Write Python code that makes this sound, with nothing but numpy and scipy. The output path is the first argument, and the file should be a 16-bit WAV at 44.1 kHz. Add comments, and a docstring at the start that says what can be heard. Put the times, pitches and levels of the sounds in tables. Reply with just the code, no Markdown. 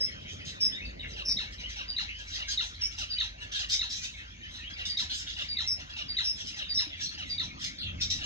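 """Zebra finches in a small walled aviary

One bird repeats a motif: a pip, a soft slur, a whistle, a steep loud slur and a closing call. Others rasp,
peep and chirp around it. Clear notes are gliding sines or stacks of harmonics; hoarse ones are uneven
pulses and puffs of air filtered by a throat and beak. Random echo taps act as hard walls. Shaped noise makes
the air, tyres and a low rumble with a late burst of handling or wind. Wavering sines hum, damped ones bump."""
import sys
import numpy as np
from scipy import signal
from scipy.fft import rfft, irfft, next_fast_len
from scipy.io import wavfile
from scipy.ndimage import uniform_filter1d

SR = 44100
rng = np.random.default_rng(int(sys.argv[2]) if len(sys.argv) > 2 else 0)


def to_wav(s):
    """Save 16-bit WAV."""
    ch = np.atleast_2d(s).T  # columns
    pcm = np.round(np.clip(ch, -1, 1) * 32767)  # PCM
    wavfile.write(sys.argv[1], SR, pcm.astype(np.int16))


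N = 364221
TIME, FREQ = np.arange(N) / SR, np.fft.rfftfreq(N, 1 / SR)
EDGE_HZ = 15750  # top of the sound's frequency range


def gain_of(db):
    """Decibels to amplitude."""
    return 10 ** (np.asarray(db) / 20)


def evened(x):
    """Scales to rms 1."""
    return x / np.sqrt(np.mean(x ** 2) + 1e-20)


def read(points, hz):
    """Reads a table on a log-frequency axis."""
    f, value = np.transpose(points)
    return np.interp(np.log(hz + 1), np.log(f + 1), value)


def level(rows, axis=1):
    """One dB column of a time curve as a gain for every sample."""
    rows = np.array(rows)
    return gain_of(np.interp(TIME, rows[:, 0], rows[:, axis]))


def add(mix, s, sound):
    """Mixes a sound in at time s."""
    start = round(s * SR)
    sound = sound[max(-start, 0):]
    part = mix[max(start, 0):][:len(sound)]
    part += sound[:len(part)]


def wander(t, hz):
    """Smooth random motion of rms about 1: sixteen sines at rates up to hz."""
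    rates, phases = rng.random((2, 16, 1))
    return np.sin(2 * np.pi * (hz * rates * t + phases)).sum(0) / np.sqrt(8)


def phase_of(hz):
    """Adds up a changing pitch into the phase of a tone, in radians."""
    return 2 * np.pi * np.cumsum(hz) / SR


def arch(t, rise, fall):
    """A note's envelope; rise and fall are shares of its length."""
    u = t / t[-1]
    return np.sin(np.pi / 2 * np.clip(np.minimum(u / rise, (1 - u) / fall), 0, 1)) ** 2


def patchy(x, depth_db, size=18):
    """Level varies at random in patches some 300 Hz wide and some tens of ms long; scales to rms 1."""
    z = signal.stft(x, nperseg=512, noverlap=384)[2]
    patches = uniform_filter1d(rng.standard_normal(z.shape[1:]), size=4, axis=0)
    patches = uniform_filter1d(patches, size=size, axis=1)
    changed = z * gain_of(depth_db * evened(patches))
    return evened(signal.istft(changed, nperseg=512, noverlap=384)[1][:, :N])


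# How alike noise and echoes are in the left and right channels. Each row: frequency in Hz, likeness 0-1.
LIKENESS = [(100, 0.99), (300, 0.53), (800, 0.99), (2000, 0.81), (5000, 0.33), (12000, 0.26)]


def paired(z):
    """Two unrelated spectra become partly alike."""
    same = np.clip(read(LIKENESS, np.linspace(0, SR / 2, z.shape[1])), 0, 1)
    return np.array([z[0], same * z[0] + np.sqrt(1 - same ** 2) * z[1]])


def noise(gain):
    """Stereo noise of a given spectrum, rms 1."""
    return evened(irfft(paired(rfft(rng.standard_normal((2, N)))) * gain, N))


# Colour of the air and the rest of the flock. Each row: frequency in Hz, relative level in dB per Hz.
AIR = [(300, -10.5), (700, -9), (1200, -6.5), (1900, -0.5), (3000, -3.5), (4000, -6.5), (5000, -13.5),
       (6500, -13), (8000, -39.5), (10000, -50.5), (13000, -36), (14500, -66.5)]


def air_wash(wash_db=-51):
    """A soft noise bed of air and far birds, varied at random in level."""
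    wash = patchy(noise(gain_of(read(AIR, FREQ))), depth_db=4.5)
    return wash * gain_of(wash_db + 1.0 * wander(TIME, 14))


# Colour of the low rumble. Each row: frequency in Hz, relative level in dB per Hz.
RUMBLE = [(20, -19.5), (40, -5.5), (55, -3.5), (85, 4), (115, -5), (290, -10), (400, -24.5), (700, -23.5),
          (4000, -85)]
# How the low rumble swells and fades. Each row: time in seconds, base levels in dB of its deep and upper part.
RUMBLE_LEVELS = [(0.1, -52, -54.5), (0.89, -54.5, -53), (2.22, -56, -61), (6.98, -56.5, -59),
                 (7.45, -51.5, -49.5), (7.77, -59, -53.5), (7.86, -40.5, -48.5), (7.97, -42, -46),
                 (8.2, -45, -53)]


def low_rumble(split_hz=130, deep_trim_db=1):
    """Low rumble as noise in a deep and a flickering upper part, with a late burst of handling or wind."""
    rumble = gain_of(read(RUMBLE, FREQ))
    low = 1 / (1 + (FREQ / split_hz) ** 8)
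    deep = noise(rumble * np.sqrt(low)) * level(RUMBLE_LEVELS) * gain_of(deep_trim_db)
    upper = noise(rumble * np.sqrt(1 - low)) * level(RUMBLE_LEVELS, axis=2)
    return deep + upper * gain_of(3.3 * wander(TIME, 15))


# How the tyre roar fades. Each row: time in seconds, level in dB.
TYRES_DB = [(0, -59), (1.3, -56), (2.1, -76.5)]
# Colour of the tyre roar. Each row: frequency in Hz, relative level in dB per Hz.
TYRES = [(150, -22), (350, 0), (600, 2.5), (3500, -78)]


def tyre_roar():
    """The tyres of a vehicle that drives away, as noise that fades."""
    return noise(gain_of(read(TYRES, FREQ))) * level(TYRES_DB)


# How the engine hum swells and fades. Each row: time in seconds, base level in dB.
HUM = [(0.79, -63), (0.83, -47), (3.36, -51), (6.73, -60.5), (8.1, -56.5)]


def engine_hum(hum_hz=52.0, hum_trim_db=-1, drone_hz=82.6, drone_db=-58):
    """A low tone, with a drone above it; both waver in pitch and level."""
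    hum = evened(np.sin(phase_of(hum_hz * (1 + 0.0349 * wander(TIME, 6.5)))))
    hum = hum * level(HUM) * gain_of(hum_trim_db + 3.64 * wander(TIME, 13))
    drone = evened(np.sin(phase_of(drone_hz * (1 + 0.0239 * wander(TIME, 6.4)))))
    return hum + drone * gain_of(drone_db + 2.3 * wander(TIME, 7.1))


# Light bumps close by. Each row: start in seconds, level in dB, pitch in Hz.
BUMPS = [(.008, -39, 550), (0.33, -46, 408), (6.869, -41, 300)]


def bumps(ring_s=0.09):
    """Dull knocks: sines that lose 60 dB in ring_s."""
    out, t = np.zeros(N), np.arange(SR // 8) / SR
    for s, db, hz in BUMPS:
        knock = gain_of(db - 60 * t / ring_s) * np.sin(2 * np.pi * hz * t)
        add(out, s, knock * (1 - np.exp(-t / 0.00047)))  # softened onset
    return out


# Extra phase between left and right for the loud slur. Each row: frequency in Hz, phase in radians.
PERCH_PHASE = [(600, 0.73), (2000, 0.7), (2900, 1), (3500, -2), (4200, 0), (4600, 0.5)]


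def aviary(x, direct_db, wet_db, t60=0.21, first_echo=0.004, scatter=1.0, perch=False):
    """Direct sound with a wandering left-right phase, plus dense wall echoes whose pattern slowly shifts."""
    t, echoes = np.arange(SR // 3) / SR, 0
    for k in range(3):  # three echo patterns take turns
        taps = rng.standard_normal((2, len(t))) * (rng.random((2, len(t))) < 3000 / SR)
        tail = irfft(paired(rfft(taps * gain_of(-60 * t / t60) * (t > first_echo))))
        tail = tail / np.linalg.norm(tail, axis=1, keepdims=True)
        share = np.sqrt(2 / 3) * np.cos(np.pi * (TIME * .45 + k / 3))
        echoes = echoes + signal.oaconvolve((x * share)[None], tail, axes=1)[:, :N]
    coarse, sides = TIME[::256], np.array([[1], [-1]])
    angle = scatter * np.interp(TIME, coarse, wander(coarse, 6))
    size = next_fast_len(N)
    lag = read(PERCH_PHASE, np.fft.rfftfreq(size, 1 / SR)) if perch else 0
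    # only positive frequencies are kept, so the phase can be turned freely
    arrival = np.fft.ifft(2 * rfft(x, size) * np.exp(.5j * lag * sides), size)[:, :N]
    direct = (arrival * np.exp(.5j * angle * sides)).real
    return gain_of(direct_db) * direct + gain_of(wet_db) * echoes


def whistles(rows, waver, flutter, rise, fall, second, overtones_db):
    """Trembling glides; the other side of the syrinx adds a rough, husky tone at a ratio of the pitch."""
    out = np.zeros(N)
    for s, length, db, husk_db, *pitches in rows:
        t, husk = np.arange(0, length, 1 / SR), gain_of(husk_db)
        hz = np.interp(t, np.linspace(0, length, len(pitches)), pitches)
        hz = hz * (1 + .025 * husk * wander(t, 90))
        turn = phase_of(hz * (1 + waver * husk * wander(t, 611.0)))
        overtones = np.sin(2 * turn) + gain_of(-15) * np.sin(3 * turn)
        rough = np.sin(phase_of(second * hz * (1 + 0.03 * wander(t, 401.6))))
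        tone = np.sin(turn) + gain_of(overtones_db) * overtones + husk * rough
        voice = evened(tone * np.exp(flutter * np.sqrt(husk) * wander(t, 168)))
        add(out, s, gain_of(db) * voice * arch(t, rise, fall))
    return out


def flock(count=170, flock_db=-55.0, spread_db=1.5, lowest_hz=1900, husk_db=-10):
    """Many faint short chirps from the far end of the aviary, at random times and pitches."""
    when, length, size, pitch, glide = rng.random((count, 5)).T
    hz, bend = lowest_hz * 2.1 ** pitch, 1 + 0.2886 * (glide - .5)
    db = flock_db + spread_db * np.log(size + 0.0076)
    rows = [when * N / SR, 0.0219 + 0.0462 * length, db, np.full(count, husk_db), hz / bend, hz * bend]
    return whistles(np.transpose(rows), waver=0.065, flutter=0.14, rise=0.22, fall=0.21,
                    second=1.6, overtones_db=-19.5)


# Low calls that sag or dip in pitch. Each row: start in seconds, length in seconds, level in dB,
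# then pitch at start, middle and end in Hz.
FAR_CALLS = [(4.402, 0.08, -55, 1900, 1750, 1740), (4.579, .07, -55, 1946, 1790, 2110)]


def far_calls(husk_db=-15):
    """Low calls of a far bird that sag or dip in pitch, with strong overtones."""
    rows = [(s, length, db, husk_db, *hz) for s, length, db, *hz in FAR_CALLS]
    return whistles(rows, waver=.06, flutter=0.55, rise=0.17, fall=0.35, second=1.5, overtones_db=-10)


# Clear chirps. Each row: start in seconds, length in seconds, level in dB, huskiness in dB,
# then pitch at start and end in Hz.
CHIRPS = [(.11, 0.11, -55.5, -13, 3040, 3220), (.255, 0.062, -50.5, -11.5, 3135, 3190),
          (.455, 0.0326, -51, -20, 3110, 3150), (.72, 0.049, -43.5, -18.5, 3400, 3795),
          (.765, .049, -50, -12, 1874, 2340), (.815, .04, -46.5, -13, 2530, 2694),
          (.85, 0.019, -48, -8.5, 4780, 4330), (.992, 0.03, -46, -8, 3780, 3680),
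          (1.018, 0.03, -49, -6, 2890, 2750), (1.04, 0.0375, -49, -2.5, 2153, 1920),
          (1.58, 0.013, -49, -9, 4010, 3780), (1.632, 0.033, -43.5, -20, 2800, 3136),
          (2.08, 0.044, -44.5, -2.5, 2574, 3093), (2.745, 0.013, -50, -10, 3820, 4330),
          (3.155, 0.041, -45.5, -9, 2870, 3230), (3.51, .06, -49, -24, 3130, 3200),
          (3.745, 0.034, -41, -16, 3813, 3720), (4.42, 0.041, -54, -20, 3070, 2964),
          (4.635, 0.051, -48, -10.5, 2750, 3360), (5.095, 0.027, -44, -22, 4200, 4140),
          (6.585, 0.085, -45.5, -6, 3890, 3550), (6.89, .055, -48, -4, 3744, 3245),
          (7.055, 0.049, -42.5, -8.5, 4190, 4380), (7.78, 0.051, -43, -5, 4500, 3960),
          (7.82, .08, -43.5, -3, 3555, 3230)]


def far_chirps():
    """Short gliding whistles from farther off."""
    return whistles(CHIRPS, waver=0.062, flutter=0.79, rise=0.13, fall=0.15, second=.81, overtones_db=-33)


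# The throat of the hoarse calls. Each row: frequency in Hz, gain in dB.
RASP_THROAT = [(500, -33), (1100, -25), (1700, 0.5), (2300, -12), (3400, 5.5), (4500, -3), (5800, -2),
               (6700, -8), (7800, -17), (10000, -45), (11500, -33), (13400, -41.5), (14800, -47)]
# A wider beak rings higher and lets out more treble: dB per octave for each octave above rest.
BEAK_REST_HZ, OPENING_TILT_DB = 5000, 11.5


def rasps(rows, pitch_hz, rough, tilt_db, jitter=0.0348, beak_db=6, beak_width_hz=600, swell_s=.009,
          rise=0.24, fall=0.45, sag=.25):
    """Unsteady, sagging pulses and puffs of air from the syrinx sputter through throat and open beak."""
    out, size = np.zeros(N), 8192
    f = np.fft.rfftfreq(size, 1 / SR)
    k = np.arange(1, 25)[:, None]  # harmonic numbers
    for s, length, db, beak_hz in rows:
        t = np.arange(0, length + 2 * swell_s, 1 / SR)[:size]
        u = t / t[-1]
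        bend = .12 * rng.standard_normal() + .12 * np.sin(np.pi * u) - sag * (u - .5)
        hz = pitch_hz * np.exp(bend + jitter * wander(t, 405.8))
        turns = np.cumsum(hz) / SR
        pulses = ((k * hz < EDGE_HZ) * np.cos(2 * np.pi * k * turns)).sum(0)
        puffs = rng.standard_normal(size)[:len(t)] * (0.17 + np.exp(-(turns % 1) / 0.3))
        drive = (1 - rough) * evened(pulses) + rough * evened(puffs)
        # each pulse has its own strength
        cycle_size = np.exp(.55 * rng.standard_normal(400))[turns.astype(int) % 400]
        drive = drive * cycle_size * np.exp(.35 * wander(t, 260) + .4 * wander(t, 80))
        slope_db = tilt_db + OPENING_TILT_DB * np.log2(beak_hz / BEAK_REST_HZ)
        colour_db = read(RASP_THROAT, f) + slope_db * np.log2(np.clip(f, 1000, 6500) / 4000)
        colour_db = colour_db + beak_db / (1 + ((f - beak_hz) / beak_width_hz) ** 2)
        voice = evened(irfft(rfft(drive, size) * gain_of(colour_db))[:len(t)])
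        add(out, s - swell_s, gain_of(db) * voice * arch(t, rise, fall))
    return np.std(out) * patchy(out[None], depth_db=4.5, size=9)[0]


# Hoarse begging calls. Each row: start in seconds, length in seconds without the extra swell at both ends,
# level in dB, beak resonance in Hz.
RASPS = [(.279, 0.057, -52.5, 6450), (.449, 0.062, -43, 4750), (1.518, 0.022, -49, 4870),
         (1.692, .012, -49, 6070), (2.275, 0.036, -49, 5350), (2.315, 0.069, -41.5, 4620),
         (2.481, 0.054, -34.5, 4680), (2.62, 0.061, -48, 7030), (2.975, 0.071, -42.5, 5650),
         (3.516, 0.065, -37, 3800), (3.58, 0.037, -41, 5000), (3.69, .08, -33.5, 4970),
         (3.9, .04, -39, 5400), (3.945, 0.039, -39.5, 6340), (4.018, 0.051, -40.5, 6600),
         (4.536, 0.06, -42.5, 3680), (4.856, 0.045, -35.5, 4940), (4.974, 0.054, -38, 5400),
         (5.094, 0.066, -38.5, 4280), (5.125, 0.095, -40.5, 6900), (5.259, 0.064, -40, 3470),
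         (5.379, 0.082, -41, 3550), (6.375, 0.046, -45.5, 5520), (6.448, 0.049, -43.5, 5320),
         (6.557, 0.029, -46, 5900), (6.995, 0.076, -43, 5530), (7.59, .1, -39.5, 5080),
         (8.007, 0.032, -33, 5300), (8.095, 0.094, -36.5, 5100), (8.237, 0.038, -38, 5500)]


def begging_calls():
    """Hoarse calls of the other birds."""
    return rasps(RASPS, pitch_hz=633.6, rough=0.35, tilt_db=3.0)


# Thin high peeps. Each row: start in seconds, length in seconds, level in dB, huskiness in dB,
# steady pitch at start and end in Hz, place of the loudest moment 0-1.
PEEPS = [(0, 0.068, -26.5, -13.5, 5290, 5265, 0.41), (0.599, .088, -24, -12, 5313, 5202, 0.58),
         (1.246, 0.094, -28, -8.5, 5280, 5350, .6), (2.806, 0.079, -29, -11.5, 5470, 5340, 0.34),
         (5.662, .082, -29, -6, 5530, 5020, .45), (6.23, 0.096, -28.5, -9.5, 5325, 5190, 0.61),
         (6.735, .104, -29, -8.5, 5366, 5180, 0.55)]


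def peeps(scoop_hz=220, scoop_s=.007, swell_db=10, second=1.053, rough=0.037, waver=0.0082, flutter=0.24,
          rise=0.17, fall=0.17, overtones_db=-31):
    """One syrinx side scoops up to a steady, fluttering tone; the other adds a rough tone just above."""
    out = np.zeros(N)
    for s, length, db, husk_db, start_hz, end_hz, crest in PEEPS:
        t = np.arange(0, length, 1 / SR)
        u = t / t[-1]
        hz = start_hz + (end_hz - start_hz) * u - scoop_hz * np.exp(-t / scoop_s)
        turn = phase_of(hz * (1 + waver * wander(t, 200)))
        overtones = gain_of(overtones_db) * (np.sin(2 * turn) + gain_of(-13) * np.sin(3 * turn))
        husky = gain_of(husk_db) * np.sin(phase_of(second * hz * (1 + rough * wander(t, 500))))
        swell = gain_of(-swell_db * (2 * (u - crest)) ** 2)
        voice = (np.sin(turn) * swell + overtones + husky) * np.exp(flutter * wander(t, 150))
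        add(out, s, gain_of(db) * np.sqrt(2) * voice * arch(t, rise, fall))
    return out


# The singer's motifs. Each row: time of the loud slur in seconds, base level in dB,
# base level of the lead-in whistle and tick in dB.
MOTIFS = [(1.3657, -22.5, -33), (1.962, -22, -32.5), (2.572, -22.5, -38), (3.1818, -21.5, -29.5),
          (3.791, -22, -31), (4.9681, -23, -30.5), (5.5664, -22.5, -30.5), (6.165, -22, -31.5),
          (6.7711, -22.5, -29), (7.378, -23.5, -30), (8.39, -23, -31)]


def sung(notes, axis=1):
    """Repeats notes in every motif, adding their levels to one of its dB columns."""
    return [(motif[0] + s, length, motif[axis] + db, *rest)
            for motif in MOTIFS for s, length, db, *rest in notes]


# The motif's hoarse parts. Each row: start in seconds from the loud slur, length in seconds without the
# extra swell at both ends, level in dB relative to the motif, beak resonance in Hz.
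MOTIF_RASPS = [(-.272, 0.023, -21.5, 5860), (-.205, .04, -21, 5420), (.02, .055, -19.5, 5600),
               (.22, 0.036, -22, 5820)]


def hoarse_parts():
    """The singer's own rasps."""
    return rasps(sung(MOTIF_RASPS), pitch_hz=719, rough=.3, tilt_db=-5, swell_s=0.0027)


# A sagging whistle before the loud slur. Each row: start in seconds from the slur, length in seconds,
# level in dB relative to the motif's lead-in, huskiness in dB.
LEADS = [(-0.09, 0.091, -2, -15)]
# Its pitch in Hz at five evenly spaced moments from start to end.
LEAD_HZ = (4900, 4734, 4640, 4603, 4670)
# A thin flat tick before the whistle. Each row: the columns of LEADS, then pitch at start and end in Hz.
TICKS = [(-.235, 0.026, -13, -12, 4890, 4850)]


def lead_ins():
    """The husky tick and whistle that lead into the loud slur."""
    rows = [(*row, *LEAD_HZ) for row in sung(LEADS, axis=2)] + sung(TICKS, axis=2)
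    return whistles(rows, waver=0.059, flutter=0.72, rise=0.34, fall=0.76, second=.81, overtones_db=-46.5)


def slurs(rows, throat, jitter, rise_s, fall_s, drift, flicker_db=4):
    """As the pitch glides, each harmonic moves through the throat's resonances and changes in level."""
    out, k = np.zeros(N), np.arange(1, 19)[:, None]  # k: harmonic numbers
    for s, length, db, fade_db, start_hz, end_hz, bend in rows:
        t = np.arange(0, length, 1 / SR)
        hz = start_hz * (end_hz / start_hz) ** ((t / length) ** bend)
        hz = hz * (1 + jitter * wander(t, 500) + drift * wander(t, 40))
        throat_db = read(throat, k * hz)
        # each harmonic wavers in level at random, most where the throat is weak
        flicker_each = np.array([wander(t, 111.0) for _ in k])
        flicker = gain_of(flicker_db * flicker_each * np.clip(-throat_db / 10, 0, 1))
        stack = gain_of(throat_db) * flicker * (k * hz < EDGE_HZ) * np.sin(k * phase_of(hz))
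        envelope = gain_of(db + fade_db * t / length) * arch(t, rise_s / length, fall_s / length)
        add(out, s, stack.sum(0) * envelope)
    return out


# The singer's throat in the soft notes. Each row: frequency in Hz, gain in dB.
SOFT_THROAT = [(500, -16.5), (1100, -10.5), (1600, -9.5), (2200, -24.5), (2850, 8), (3300, -14.5),
               (3900, -1), (4700, -18), (6500, -40), (9000, -58)]
# A flat pip, a slur and a closing call. Each row: start in seconds from the loud slur, length in seconds,
# level in dB relative to the motif, level change over the note in dB, pitch at start and end in Hz,
# bend (above 1 the pitch moves late).
SOFT_NOTES = [(-.273, 0.085, -30.5, -9, 679, 686, 0.82), (-.205, .073, -21.5, 5.5, 958.5, 510, 1.05),
              (.222, .055, -28.5, 2, 1060, 850, 1.05)]


def soft_notes():
    """The low notes around the loud slur."""
    return slurs(sung(SOFT_NOTES), SOFT_THROAT, jitter=0.017, rise_s=0.0069, fall_s=0.011, drift=0.024)


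# The singer's throat in the loud slur. Each row: frequency in Hz, gain in dB.
SLUR_THROAT = [(500, -25), (1000, -16), (1400, -23), (2000, -19), (2400, -25), (2800, -12.5), (3250, -8),
               (3600, -10), (3860, -3), (4100, -7), (4500, -21.5), (5300, -34.5), (6500, -29), (8000, -55),
               (13000, -68.5)]
# The slur falls through its registers. Each row: the same columns as the soft notes.
SLUR_STEPS = [(.001, 0.0152, 1.5, 2.5, 4014, 3564, 1.05), (.015, .019, 0, 7, 2178, 1605, 2.05),
              (.031, .017, -2, 0.5, 1460, 1220, 1.6), (.047, .055, -10, -12, 1126, 605, .9)]


def loud_slurs():
    """The steep dive at the heart of each motif."""
    return slurs(sung(SLUR_STEPS), SLUR_THROAT, jitter=0.0087, rise_s=0.0037, fall_s=0.0042, drift=0.0094)


def scene():
    """Each voice gets its own share of direct sound and room; the loud slur keeps to one perch."""
    background = air_wash() + low_rumble() + tyre_roar() + engine_hum() + bumps()
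    far = aviary(flock() + far_calls() + far_chirps(), direct_db=3, wet_db=5.5)
    begging = aviary(begging_calls(), direct_db=-1.5, wet_db=5.5)
    peeping = aviary(peeps(), direct_db=-0.5, wet_db=-4.5, first_echo=0.0066, scatter=0.7)
    hoarse = aviary(hoarse_parts(), direct_db=-7.0, wet_db=1.5)
    soft = aviary(soft_notes() + lead_ins(), direct_db=1.0, wet_db=-4.5, scatter=0.24)
    loud = aviary(loud_slurs(), direct_db=-1.0, wet_db=-2, first_echo=0.0062, scatter=0.17, perch=True)
    return background + far + begging + peeping + hoarse + soft + loud


# Phase difference between left and right. Each row: frequency in Hz, phase in radians before the bass fade.
STEREO_PHASE = [(260, -1.4), (520, -2.5), (1640, -2.5), (2760, -2), (3360, -2), (3700, -5), (3960, -5),
                (4480, -4), (5600, -4), (6370, -5.5), (7150, -4.5)]


def record(dry):
    """A phase difference that varies with frequency widens the stereo image, less so in the bass."""
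    above_bass = 1 - np.exp(-(FREQ / 280) ** 2)
    turn = np.exp(.5j * above_bass * read(STEREO_PHASE, FREQ) * np.array([[1], [-1]]))
    widened = irfft(rfft(dry) * turn, N)
    low_pass = signal.firwin(511, EDGE_HZ, window=("kaiser", 9), fs=SR)
    return signal.oaconvolve(widened, low_pass[None], "same")


dry = scene()
out = record(dry)
to_wav(out)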